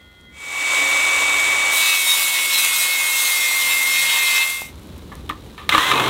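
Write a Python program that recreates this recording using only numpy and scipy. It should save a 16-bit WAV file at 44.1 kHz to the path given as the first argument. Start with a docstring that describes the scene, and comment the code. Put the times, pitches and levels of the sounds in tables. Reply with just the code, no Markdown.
"""A free steel blade rings faintly outdoors, then a circular saw fades in, bites a board and slows under load.
The sound fades over to a breezier moment: a reciprocating saw knocks on wood, starts with a crack and chatters.
Circular saw: shaft-locked tones, fan noise and a tooth pattern that repeats every turn; squeals are swelling tones.
Reciprocating saw: rising gear whine, pulsed scrape and shake; its knocks are blows and rattles ringing the wood.
Breeze and leaves are shaped noise, snaps are one-cycle clicks; a thin echo follows the second saw and the snaps."""
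import sys
import numpy as np
from scipy import signal
from scipy.fft import rfft, irfft
from scipy.io import wavfile
from scipy.ndimage import uniform_filter1d, map_coordinates

SR = 44100
rng = np.random.default_rng(int(sys.argv[2]) if len(sys.argv) > 2 else 0)


def output_pcm(signal):
    """Save a mono or channel-first signal as 16-bit PCM at the path in sys.argv[1].

    Samples are clipped to [-1, 1] before scaling.
    """
    pcm = np.clip(np.atleast_2d(signal).T, -1, 1) * 32767
    wavfile.write(sys.argv[1], SR, np.round(pcm).astype(np.int16))


N = 268657
T = np.arange(N) / SR
HZ = np.fft.rfftfreq(N, 1 / SR)

# circular saw
GEAR_TEETH, BLADE_TEETH = 25, 24
CONTACT_S = 1.7  # teeth meet the wood
RASP_RISE_S, CHIP_RISE_S, SINK_S = 0.12, 0.035, 0.18
# reciprocating saw: motor start, blade catches in the wood
TRIGGER_S, CATCH_S = 5.692, 5.916


def amp(db):
    """Decibels to gain."""
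    return 10 ** (np.asarray(db) / 20)


def unit(x):
    """Scales to rms 1."""
    return x / np.sqrt(np.mean(x ** 2) + 1e-20)


def curves(rows):
    """Interpolates the columns of a (time [s], value...) table to every sample."""
    time_s, *columns = np.transpose(rows)
    return [np.interp(T, time_s, column) for column in columns]


def ramp(start_s, length_s):
    """Linear rise from 0 to 1, then held."""
    return np.clip((T - start_s) / length_s, 0, 1)


def swell(peak_s, length_s):
    """Cosine-squared bump of height 1."""
    return np.cos(np.pi * np.clip((T - peak_s) / length_s, -0.5, 0.5)) ** 2


def shape(points):
    """Gain at every frequency from a (frequency [Hz], level [dB]) spectrum, linear in log frequency."""
    hz, db = np.transpose(points)
    return amp(np.interp(np.log(HZ + 1), np.log(hz), db))


def resonances(modes):
    """Complex response of each damped resonance (frequency [Hz], width [Hz], level [dB])."""
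    return np.array([amp(db) / (1 + 2j * (HZ - hz) / width_hz) for hz, width_hz, db in modes])


def lift(modes):
    """Gain of resonances standing out of a flat background, summed in power."""
    power = (abs(resonances(modes)) ** 2).sum(0)
    return np.sqrt(1 + power)


def colour(x, gain, band=(0, np.inf)):
    """Filters x and scales it to rms 1 inside the band [Hz]."""
    z = rfft(x) * gain
    inside = z[(HZ >= band[0]) & (HZ <= band[1])]
    return irfft(z, N) * N / np.sqrt(2 * np.sum(abs(inside) ** 2) + 1e-20)


def noise():
    """White noise."""
    return rng.standard_normal(N)


def drift(hz):
    """Random drift of rms 1, up to about hz."""
    return colour(noise(), np.exp(-(HZ / hz) ** 2))


def blotches(x, depth_db, size=512, order=5):
    """Random narrow spectral regions swell and sink for a few hundredths of a second."""
    z = signal.stft(x, nperseg=size)[2]
    field = rng.standard_normal(z.shape)
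    field = uniform_filter1d(uniform_filter1d(field, order, 0), order, 1)
    return unit(signal.istft(z * amp(depth_db * unit(field)), nperseg=size)[1][:N])


def fades():
    """Gains of the circular saw and of the second moment."""
    fade_in_s, fade_over_s = (0.3, 0.77), (4.408, 4.739)  # (from, to)
    power = 1.47
    come, go = (ramp(a, b - a) for a, b in (fade_in_s, fade_over_s))
    return (come * (1 - go)) ** power, go ** power


def open_air():
    """Breeze rumble and crisp leaf rustle as shaped noise, both raised in the second moment."""
    # (frequency [Hz], relative level [dB])
    rumble_spectrum = [(15, -41), (30, -15), (72, 2.5), (110, -7.5), (180, -9), (340, -11), (550, -20.5),
                       (1200, -55)]
    rustle_spectrum = [(250, -14), (500, -7), (1000, -6), (1800, -13), (3000, -13), (3900, -9.5),
                       (4800, -19), (9000, -22), (15800, -26)]
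    breeze_db, leaves_db = (-51, -38.5), (-57.5, -48)  # (first moment, second moment)
    duck_db = -13  # level of the low rumble drops once a saw is at work
    later = fades()[1]
    first, second = (amp(db + duck_db * ramp(start_s, SINK_S))
                     for db, start_s in zip(breeze_db, (CONTACT_S, TRIGGER_S)))
    breeze_gain = (first * (1 - later) + second * later) * amp(2.0 * drift(4.4))
    rumble = breeze_gain * colour(noise(), shape(rumble_spectrum))
    leaves_gain = amp(leaves_db[0]) * (1 - later) + amp(leaves_db[1]) * later
    rustle = colour(noise() * amp(1.5 * drift(220)), shape(rustle_spectrum))
    return rumble + leaves_gain * rustle


def snaps(count=6):
    """Dry snaps of twigs, leaves and splinters, plus random ticks: damped clicks of about one cycle."""
    # (time [s], level before decay [dB], pitch [Hz])
    dry_snaps = [(.212, -34, 8000), (4.619, -17, 800), (4.757, -29, 8000), (4.98, -25, 11000),
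                 (5.154, -20, 10000), (5.2935, -17, 13500)]
    # faint random ticks of crackling leaves
    tick_span_s, tick_db, tick_spread_db, tick_hz = (4.78, 5.2), -29, 2, 11000
    ticks = [(rng.uniform(*tick_span_s), tick_db + tick_spread_db * rng.standard_normal(), tick_hz)
             for _ in range(count)]
    out = np.zeros(N)
    for time_s, db, hz in [*dry_snaps, *ticks]:
        cycles = np.clip((T - time_s) * hz, 0, 20)
        out += amp(db) * np.sin(2 * np.pi * cycles) * np.exp(-cycles / 0.83)
    return out


def trees(x, t60_s=0.29, wet_db=-15):
    """Trunks and boards scatter a short, thin echo: sparse decaying impulses."""
    t = T[:SR // 2]
    sparse = rng.standard_normal(len(t)) * (rng.random(len(t)) < 0.05)
    tail = sparse * amp(-60 * t / t60_s) * (t > 0.008)
    return x + amp(wet_db) * signal.fftconvolve(x, tail / np.linalg.norm(tail))[:N]


def chatter():
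    """The caught blade knocks once a stroke, with uneven strength."""
    stroke_hz = 48.6
    thud_db, crack_db, decay_s, spread_db = -20.5, -18, 0.0065, 4.5
    times_s = np.arange(CATCH_S + 1 / stroke_hz, T[-1], 1 / stroke_hz)
    chance_db = spread_db * rng.standard_normal((len(times_s), 2))
    return [(s, thud_db + a, crack_db + b, decay_s) for s, (a, b) in zip(times_s, chance_db)]


def knocks():
    """Blows and short rattles ring the wood, with a hard crack of steel on top."""
    # tool against wood: (time [s], thud [dB], crack [dB], rattle decay constant [s])
    contacts = [(5.118, -33, -48, 0.025), (5.2932, -26.5, -25, 0.0092), (5.298, -24, -51, 0.013),
                (5.308, -24, -49, .006), (5.579, -34.5, -38.5, 0.05), (5.6921, -17, -7, 0.0047),
                (5.724, -19.5, -16, .012), (5.739, -11, -17, 0.0056), (5.748, -7.5, -13, 0.0057),
                (5.78, -8, -13, 0.0058), (5.829, -22, -20, .008), (5.915, -11.5, -12.5, 0.01)]
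    # ringing of tool and boards: (frequency [Hz], width [Hz], relative level [dB])
    wood = [(321, 16, 2.5), (566, 40, -6.5), (1056, 14, 9.5), (1146, 20, 6.5), (1209, 61, 11),
            (1760, 85, 3), (1970, 53, -20), (2789, 32, -12)]
    # (frequency [Hz], relative level [dB])
    crack_spectrum = [(300, -25), (1500, 2), (2200, 6), (3900, 6), (4700, -14), (8000, -14.5), (15800, -21)]
    blow_db = 14  # first impulse, re rattle gain
    blows, rattle, crack = np.zeros((3, N))
    for time_s, thud_db, crack_db, decay_s in [*contacts, *chatter()]:
        fall = np.exp(-np.maximum(T - time_s, 0) / decay_s) * (T >= time_s)
        blows[round(time_s * SR)] += amp(thud_db + blow_db)
        rattle += amp(thud_db) * fall
        crack += amp(crack_db) * fall
    t = T[:SR // 4]
    ring = sum(amp(db) * width_hz * np.exp(-np.pi * width_hz * t) * np.sin(2 * np.pi * hz * t)
               for hz, width_hz, db in wood)
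    thud = signal.fftconvolve(blows + rattle * noise(), ring / np.linalg.norm(ring))[:N]
    return thud + crack * colour(noise(), shape(crack_spectrum))


def reciprocating_saw():
    """The motor winds up; the blade scrapes in pulses and, once it catches, shakes the boards."""
    # (frequency [Hz], relative level [dB])
    scrape_spectrum = [(200, -8), (550, -2), (1000, 2.5), (1500, 6.5), (2200, -0.5), (2900, 1.5), (3800, 5),
                       (4650, -14), (6000, -8.5), (13400, -16.5), (15800, -18)]
    shake_spectrum = [(20, -55), (50, -26), (85, -14), (120, 12), (170, -1), (380, 8.5), (600, 0),
                      (1200, 9.5), (3000, -62)]
    # blade resonances: (frequency [Hz], width [Hz], level [dB])
    blade_modes = [(1030, 42, 9), (1810, 58, -6), (2570, 50, 3), (3250, 59, 3)]
    start_hz, top_hz, wind_up_s = 1090, 2140, 0.075  # gear whine
    # at full speed: (running free [dB], change once caught [dB]) of whine, scrape, shake
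    levels = (-24.5, -8.5), (-22, -5.5), (-36, 15)
    speed_slope_db = 16  # per unit of speed / full speed
    whine_hz = top_hz - (top_hz - start_hz) * np.exp(-np.maximum(T - TRIGGER_S, 0) / wind_up_s)
    speed_db = speed_slope_db * (whine_hz / top_hz - 1)
    caught = ramp(CATCH_S, 0.0077)
    whine_db, scrape_db, shake_db = (free + speed_db + change * caught for free, change in levels)
    mesh_cycles = np.cumsum(whine_hz) / SR
    # one pulse per 23 mesh cycles, about two per stroke
    pulses = amp(1.0 * np.cos(2 * np.pi * mesh_cycles / 23) + 0.87 * drift(400))
    scrape_gain = shape(scrape_spectrum) * lift(blade_modes)
    scrape = amp(scrape_db) * colour(noise() * pulses, scrape_gain, band=(2400, 9000))
    shake = amp(shake_db) * colour(noise() * pulses, shape(shake_spectrum))
    whine = np.sqrt(2) * amp(whine_db) * np.sin(2 * np.pi * mesh_cycles + 0.32 * drift(120))
    return (scrape + shake + whine) * ramp(TRIGGER_S, 0.008)


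def ringing_blade():
    """The free steel disc rings softly in its modes until the running saw takes over."""
    # free blade: (frequency [Hz], mean level [dB])
    free_modes = [(1437, -58), (1836, -66), (2051, -55), (3257, -55.5), (3354, -62), (4274, -73)]
    ring = sum(amp(db + 2.1 * drift(15)) * np.sin(2 * np.pi * (hz * T + rng.random()))
               for hz, db in free_modes)
    return np.sqrt(2) * ring * np.clip((0.65 - T) / 0.18, 0, 1)


def squeals_and_chirp():
    """Tones swell, a little rough: circular blade squeals, the second motor's starting chirp, a later squeal."""
    # (time of peak [s], length [s], frequency [Hz], rms level at peak [dB])
    squeal_tones = [(1.916, 0.57, 3760, -27.5), (2.111, 0.17, 3750, -18), (2.1, .29, 5451, -30.5),
                    (2.566, 0.15, 4140, -24.5), (2.58, 0.14, 3890, -25), (5.729, 0.025, 2070, -13.5),
                    (5.983, 0.19, 2550, -27)]
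    waver_rad = 0.25 * drift(29.4) + 0.12 * drift(400)
    return np.sqrt(2) * sum(amp(db) * swell(peak_s, length_s) * np.sin(2 * np.pi * hz * T + waver_rad)
                            for peak_s, length_s, hz, db in squeal_tones)


def pushed():
    """Gain in dB of rasp and chips as the hand pushes the saw on."""
    # (time of peak [s], length [s], added rasp [dB], added chips [dB])
    pushes = [(1.823, 0.64, 6, 1.5), (2.173, .42, 3.5, 3.5), (2.375, 0.13, 4.5, -0.5), (2.61, 0.32, 4.5, 4),
              (2.803, 0.23, 2.5, 3.5), (3.228, 0.44, 2, 4), (3.7, 0.21, 2.5, 2), (4.12, 0.56, 5, 0),
              (4.37, 0.21, 5, -1.5)]
    return sum(np.outer(more_db, swell(peak_s, length_s)) for peak_s, length_s, *more_db in pushes)


def tooth_pattern(turns, size=512, count=4):
    """The rasp of one turn, repeated; it changes slowly as the teeth meet new grain."""
    position = turns % 1 * size
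    patterns = (map_coordinates(rng.standard_normal(size), [position], order=3, mode="grid-wrap")
                for _ in range(count))
    weights = np.array([drift(4.6) for _ in range(count)])
    weights = weights / np.linalg.norm(weights, axis=0)
    return unit(sum(w * p for w, p in zip(weights, patterns)))


def running_saw(turns, whine_db):
    """Gear mesh, whistling teeth and motor tones over the air the fan drives through the housing."""
    # gear and motor side tones: (multiple of blade turning rate, mean level re fan air [dB])
    orders = [(3.125, -13), (6, -12), (9.375, -14), (11.5, -12), (12.5, -10), (15.625, -14), (20.875, -13),
              (21.875, -4), (26, -10), (28.46, -9), (30.29, -9), (49, -13), (55, -16), (143.75, -13)]
    # (frequency [Hz], relative level [dB])
    fan_spectrum = [(150, -17), (240, -14), (330, -4), (560, 0.5), (800, 1.5), (1500, 2), (2900, 2.5),
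                    (3900, -0.5), (4750, -6), (7800, 3), (10000, -7.5), (12500, -16.5), (15800, -13.5)]
    # air resonances: (frequency [Hz], width [Hz], level [dB])
    housing = [(1128, 133, 7), (2160, 180, 6.5), (2610, 106, 7.5), (3645, 180, 9)]
    fan_db, muffled_db = -36, -8.5  # muffled as the blade sinks in
    air_db = fan_db + muffled_db * ramp(CONTACT_S + CHIP_RISE_S, SINK_S)
    mesh = amp(whine_db + 0.5 * drift(27)) * np.sin(2 * np.pi * GEAR_TEETH * turns)
    whistle = amp(whine_db - 15.5 + 3 * drift(7)) * np.sin(2 * np.pi * BLADE_TEETH * turns)
    tones = sum(amp(db + 3.2 * drift(9.5)) * np.sin(2 * np.pi * (order * turns + rng.random()))
                for order, db in orders)
    gusts = noise() * amp(0.88 * drift(170))
    air = colour(gusts, shape(fan_spectrum) * lift(housing), band=(350, 850))
    return np.sqrt(2) * (mesh + whistle) + amp(air_db) * (air + np.sqrt(2) * tones)


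def cut(turns):
    """Each tooth tears the wood in its own way, so much of the rasp repeats with every turn."""
    # (frequency [Hz], relative level [dB])
    rasp_spectrum = [(150, -27.5), (250, -25.5), (450, -26), (750, -14), (1100, -7), (1500, -6),
                     (2300, -0.5), (2900, 1), (3900, 1), (4700, -5.5), (6500, -5), (9000, -3.5),
                     (13500, -5.5), (15800, -9.5)]
    # blade and board in the cut: (frequency [Hz], width [Hz], level [dB])
    plate = [(945, 50, 8), (1090, 50, 2), (2515, 22, 9), (2615, 26, 9.5), (3390, 40, 0), (3757, 25, 8),
             (3886, 20, 5), (4140, 30, 5), (4524, 20, 4), (5451, 20, 4), (6145, 30, 4), (8299, 35, 6)]
    rasp_base_db, chips_base_db = -27.5, -27.5
    hum_db, hum_rise_db_per_s, full_depth_s = -31.5, 2.5, 3.9  # peak hum re rasp level
    rasp_db, chips_db = pushed() + [[rasp_base_db], [chips_base_db]]
    bite = 1 + 0.3 * np.cos(2 * np.pi * BLADE_TEETH * turns)
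    splinters = 0.65 * unit(noise() * amp(4 * drift(1500)))
    # contact shifts in the kerf, so the colour keeps changing
    torn = blotches(tooth_pattern(turns) + splinters, depth_db=2.0)
    tearing = bite * torn * amp(0.63 * drift(50))
    gain = shape(rasp_spectrum) * lift(plate)
    treble = 1 / (1 + (5500 / (HZ + 1)) ** 4)
    rasp = amp(rasp_db) * colour(tearing, gain * (1 - treble), band=(2400, 4500))
    chips = amp(chips_db + 0.52 * drift(43)) * colour(tearing, gain * treble, band=(9500, 15500))
    # slightly warped blade pushes the board twice a turn, harder as it sinks in
    depth_db = -hum_rise_db_per_s * np.maximum(full_depth_s - T, 0)
    hum = amp(rasp_db + hum_db + depth_db + 2 * drift(5)) * np.sin(4 * np.pi * turns)
    return (rasp + hum) * ramp(CONTACT_S, RASP_RISE_S) + chips * ramp(CONTACT_S, CHIP_RISE_S)


def circular_saw():
    """One shaft drives the whine and the teeth; load slows it and dims the whine."""
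    # gear whine under load: (time [s], frequency [Hz])
    sag = [(1.78, 2260), (2.34, 2203), (2.56, 2198), (2.77, 2161), (2.87, 2162), (2.92, 2178), (3.2, 2147),
           (3.58, 2114), (4.1, 2139), (4.32, 2097), (4.5, 2119)]
    free_hz = 2270
    # the whine dims as the blade enters, comes back as it works through
    free_db, dip_db, back_db, back_from_s, back_s = -19, -5, 3, 2.73, 0.96
    whine_per_chips_db = -0.43  # per dB of added chips
    whine_hz, = curves([(CONTACT_S, free_hz), *sag])
    dip = dip_db * ramp(CONTACT_S + RASP_RISE_S, SINK_S)
    back = back_db * ramp(back_from_s, back_s)
    whine_db = free_db + dip + back + whine_per_chips_db * pushed()[1]
    turns = np.cumsum(whine_hz / GEAR_TEETH * (1 + 0.00048 * drift(17.5))) / SR
    return (running_saw(turns, whine_db) + cut(turns)) * fades()[0]


def scene():
    """Both saws in the open air."""
    echoing = trees(knocks() + snaps() + reciprocating_saw())
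    return (ringing_blade() + circular_saw() + squeals_and_chirp() + echoing + open_air())[None]


def record(dry):
    """Microphone low cut, soft ceiling on the loudest peaks and an upper band limit."""
    ceiling, edge_hz = 0.85, 15850
    thinned = signal.lfilter(*signal.butter(2, 32, "highpass", fs=SR), dry)
    rounded = thinned / (1 + (thinned / ceiling) ** 8) ** (1 / 8)
    lowpass = signal.firwin(511, edge_hz, window=("kaiser", 9), fs=SR)
    return signal.oaconvolve(rounded, lowpass[None], "same")


dry = scene()
out = record(dry)
output_pcm(out)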